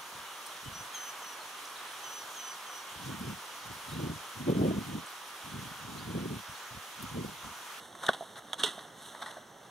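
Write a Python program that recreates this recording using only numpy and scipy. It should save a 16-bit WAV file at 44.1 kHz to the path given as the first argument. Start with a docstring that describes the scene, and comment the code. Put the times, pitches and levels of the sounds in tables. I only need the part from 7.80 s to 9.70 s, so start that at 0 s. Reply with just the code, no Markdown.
"""A wet mud path through grass: three steps, heard from the walker's hand.
Each boot slaps the mud and squeezes out a crackling spray, while trapped air pops and plops
and films of wet mud snap. Legs swish through the grass over a soft, steady wind.
The microphone's two openings (ports) each cut a row of notches into the sound, like a comb."""
import sys
import numpy as np
from scipy import signal
from scipy.fft import rfft, irfft, next_fast_len
from scipy.io import wavfile
from scipy.ndimage import map_coordinates

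SR = 44100
rng = np.random.default_rng(int(sys.argv[2]) if len(sys.argv) > 2 else 0)


def wav_out(sig):
    """Save sig, one row per channel (or a flat mono array), as 16-bit PCM at SR to the path in sys.argv[1]."""
    wavfile.write(sys.argv[1], SR, np.round(np.clip(np.atleast_2d(sig).T, -1, 1) * 32767).astype(np.int16))


N = 83790  # 1.9 seconds

# The mud's four ranges, from low to high (thud, squelch, crackle, spray): low_hz, high_hz
MUD_BANDS = [(190, 484), (550, 1980), (2650, 3830), (5900, 9500)]
# A boot pressing into mud. Here and below, fade_s is the time to die away by 60 dB.
# start_s, rise_s, fade_s, thud_db, squelch_db, crackle_db, spray_db
BOOT_PRESSES = [ (.224, 0.012, .12, -86, -36, -45, -43.5), (.282, 0.0064, 0.035, -27, -28, -28, -37.5),
                (0.297, 0.0065, 0.091, -44, -37, -45, -54), (0.77, 0.028, 0.21, -42.5, -38, -37, -40.5),
                (.831, 0.0051, 0.078, -40.5, -28.5, -20, -28), (0.844, .018, 0.27, -43.5, -37.5, -34, -40),
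                (1.409, 0.014, 0.068, -47, -35, -41.5, -47), (1.453, 0.0083, 0.3, -60, -42.5, -49.5, -50.5)]


def squelches():
    """The sole squeezes water and grit out of the mud."""
    envelopes = [swell_and_fade(*row[:3]) for row in BOOT_PRESSES]
    levels_db = [row[3:] for row in BOOT_PRESSES]
    return shape_in_bands(grainy_noise(depth_db=1.5), envelopes, levels_db, MUD_BANDS)


# Air pockets bursting: start_s, pitch_hz, level_db, fade_s
POPS = [ (0.2827, 1770, -22, 0.041), (0.2891, 1532, -11.5, 0.019), (.2920, 660, -11.5, 0.015),
        (0.2904, 271, -26.5, 0.0078), (.2880, 3540, -24, 0.026), (0.2903, 1120, -22.5, 0.037),
        (0.4084, 688, -28, 0.036), (.4230, 682, -33, 0.029), (.4280, 683, -37, 0.037),
        (0.731, 3375, -20, 0.014), (0.742, 3340, -32, 0.012), (0.8324, 3050, -27.5, 0.037),
        (0.8387, 434, -27.5, 0.077), (.865, 1990, -35, 0.11), (0.9791, 687, -31.5, 0.023),
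        (1.052, 734, -40.5, .035), (1.4229, 1130, -42.5, 0.076), (1.463, 1933, -33.5, 0.029),
        (1.5685, 676, -34.5, 0.025), (1.581, 628, -37, 0.034)]


def air_pockets():
    """Each trapped air pocket rings briefly as it opens, its pitch sinking as it fades."""
    pitch_drop = 0.085  # share of the starting pitch
    out = np.zeros(N)
    for start_s, pitch_hz, level_db, fade_s in POPS:
        t = np.maximum(since(start_s), 0)
        sinking_hz = pitch_hz * (1 - pitch_drop * np.minimum(t / fade_s, 1)) * (t > 0)
        tone = np.sin(2 * np.pi * np.cumsum(sinking_hz) / SR)
        out += amp(level_db) * swell_and_fade(start_s, rise_s=0.0009, fade_s=fade_s) * tone
    return out


# Small wet clicks: start_s, rise_s, fade_s, squelch_db, crackle_db, spray_db
MUD_SNAPS = [ (0.125, 0.0022, 0.017, -45, -49, -63), (0.149, 0.0027, 0.027, -42, -53, -50.5),
             (.260, 0.0055, 0.031, -39, -32.5, -33.5), (.329, 0.0039, 0.071, -39, -37.5, -43.5),
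             (.343, .002, 0.048, -39.5, -44, -54), (0.554, 0.0036, 0.091, -45, -44.5, -66),
             (0.732, 0.00076, .012, -29, -30, -29.5), (0.738, 0.0024, .02, -39, -43, -40),
             (0.988, 0.0029, .03, -40, -42.5, -61), (1.348, 0.00092, 0.022, -40, -54.5, -61),
             (1.424, 0.0022, 0.03, -33, -38, -58), (1.509, .003, 0.022, -48, -42.5, -48),
             (1.567, 0.0024, 0.036, -44, -60, -56)]


def wet_clicks():
    """Films of wet mud snap around the boot, with no low thud."""
    envelopes = [swell_and_fade(*row[:3]) for row in MUD_SNAPS]
    levels_db = [row[3:] for row in MUD_SNAPS]
    return shape_in_bands(grainy_noise(depth_db=2.1), envelopes, levels_db, MUD_BANDS[1:])


# The grass's three ranges (rustle, hiss, fine hiss): low_hz, high_hz
SWISH_BANDS = [(550, 1870), (2800, 3930), (5600, 10900)]
# A leg brushing the grass: peak_s, half_length_s, rustle_db, hiss_db, fine_hiss_db
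LEG_BRUSHES = [(0.016, 0.064, -54, -56.5, -55), (0.255, .05, -50, -52, -53), (0.352, 0.16, -54.5, -55, -56),
               (0.581, 0.012, -46, -52, -50.5), (0.723, 0.078, -56, -58, -61.5),
               (0.972, 0.078, -52.5, -53, -56), (1.264, 0.068, -54, -53, -52), (1.45, 0.1, -50, -55, -56),
               (1.847, 0.017, -54.5, -63, -63)]


def grass_swishes():
    """The swinging leg brushes the grass in soft swells."""
    envelopes = [np.exp(-(since(peak_s) / half_length_s) ** 2 / 2)
                 for peak_s, half_length_s, *_ in LEG_BRUSHES]
    levels_db = [row[2:] for row in LEG_BRUSHES]
    return shape_in_bands(grainy_noise(depth_db=2.5), envelopes, levels_db, SWISH_BANDS)


def ground_echo(sound, fade_s=0.12):
    """Ground and grass throw back a very short, blurred echo, different at each port."""
    t = np.arange(SR // 4) / SR
    tail = rng.standard_normal((2, len(t))) * np.exp(-np.log(1000) * t / fade_s)
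    return signal.fftconvolve(sound[None], tail / np.linalg.norm(tail[0]), axes=1)[:, :N]


# The wind's tone, from bass to treble: frequency_hz, relative_db
WIND_TONE = [(25, -13), (60, -11.5), (100, -1.5), (160, 4), (300, 1), (700, -0.5), (1400, -6.5), (2200, -6),
             (3400, -10.5), (4600, -15.5), (6000, -12), (10000, -18.5), (15500, -27)]
# Wind that only one port hears, next to the wind both share: frequency_hz, relative_db
UNSHARED_WIND = [(30, -2), (200, -20), (1500, -7), (4000, -35), (9000, -11), (15000, -5)]


def wind(level_db=-52):
    """Soft, steady wind blows over the meadow, a little different at each port."""
    shared, *own = filtered(rng.standard_normal((3, N)), lambda hz: amp(curve_at(WIND_TONE, hz)))
    left_right = shared + filtered(np.array(own), lambda hz: amp(curve_at(UNSHARED_WIND, hz)))
    wander_db = 0.4 * wobble(rate_hz=5.2)
    flutter_db = 0.4 * wobble(rate_hz=44.65)
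    return unit(left_right) * amp(level_db + wander_db + flutter_db)


def amp(db):
    """Turn decibels into a number to multiply by."""
    return 10 ** (np.asarray(db) / 20)


def unit(sound):
    """Scale a sound to an average strength (rms) of 1."""
    return sound / np.sqrt(np.mean(sound ** 2) + 1e-20)


def curve_at(points, hz):
    """Read between (frequency, value) points, with octaves evenly spaced."""
    point_hz, values = np.transpose(points)
    return np.interp(np.log(hz + 1), np.log(point_hz + 1), values)


def since(start_s):
    """Seconds since start_s, for every sample."""
    return np.arange(N) / SR - start_s


def swell_and_fade(start_s, rise_s, fade_s):
    """An envelope (loudness over time) that swells, then dies away."""
    t = since(start_s)
    swell = np.clip(t / rise_s, 0, 1) ** 2
    return swell * np.exp(-np.log(1000) * np.maximum(t - rise_s, 0) / fade_s)


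def wobble(rate_hz):
    """A smooth curve through rate_hz random values a second."""
    return map_coordinates(rng.standard_normal(N // 4), [np.arange(N) * rate_hz / SR], mode="wrap")


def grainy_noise(depth_db):
    """Noise whose level flickers so fast that it clumps into tiny grains."""
    return unit(rng.standard_normal(N) * amp(depth_db * wobble(rate_hz=1800)))


def shape_in_bands(noise, envelopes, levels_db, bands):
    """Make noise follow each event's envelope, at that event's own level in each frequency range."""
    out = np.zeros(N)
    for (low_hz, high_hz), band_db in zip(bands, np.transpose(levels_db)):
        level = np.sqrt(amp(band_db) ** 2 @ np.array(envelopes) ** 2)  # events add up in power
        bandpass = signal.butter(2, [low_hz, high_hz], "bandpass", fs=SR, output="sos")
        width_gain = np.sqrt(SR / 2 / (high_hz - low_hz))  # makes up for what the filter removes
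        out += signal.sosfilt(bandpass, noise * level) * width_gain
    return out


def filtered(sound, response):
    """Scale and delay each frequency of a sound as response(hz) says."""
    size = next_fast_len(N + SR // 2)
    hz = np.fft.rfftfreq(size, 1 / SR)
    return irfft(rfft(sound, size) * response(hz), size)[..., :N]


def scene():
    """The steps lie straight below the microphone, the wind all around."""
    steps = squelches() + wet_clicks() + air_pockets() + grass_swishes()
    return steps + amp(-20.5) * ground_echo(steps) + wind()


# The microphone's ports, left then right: notch_spacing_hz, notch_depth (0 to 1), gain_db
MIC_PORTS = [(2539, .8, -4.05), (2363, 0.78, -0.54)]
# Extra level on the left compared with the right: frequency_hz, extra_db
LEFT_OVER_RIGHT = [(1100, 1), (1600, 6.5), (2000, 8.5), (2700, 0), (8000, 1.5), (14000, 1.5)]


def record(dry):
    """Each port subtracts a slightly delayed copy, and the bass is lifted; the recorder cuts rumble and top."""
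    def response(hz, lift_below_hz=481, lift_full_hz=97, low_cut_hz=42, high_cut_hz=15850):
        ports = []
        for (spacing_hz, depth, gain_db), side in zip(MIC_PORTS, (0.5, -0.5)):
            delayed_copy = depth * np.exp(-2j * np.pi * hz / spacing_hz)
            comb = (1 - delayed_copy) / np.sqrt(1 + depth ** 2)
            ports.append(amp(gain_db + side * curve_at(LEFT_OVER_RIGHT, hz)) * comb)
        bass_lift = (lift_below_hz + 1j * hz) / (lift_full_hz + 1j * hz)
        rumble_cut = 1j * hz / (low_cut_hz + 1j * hz)
        return np.array(ports) * bass_lift * rumble_cut * (hz < high_cut_hz)
    return filtered(dry, response)


dry = scene()
out = record(dry)
wav_out(out)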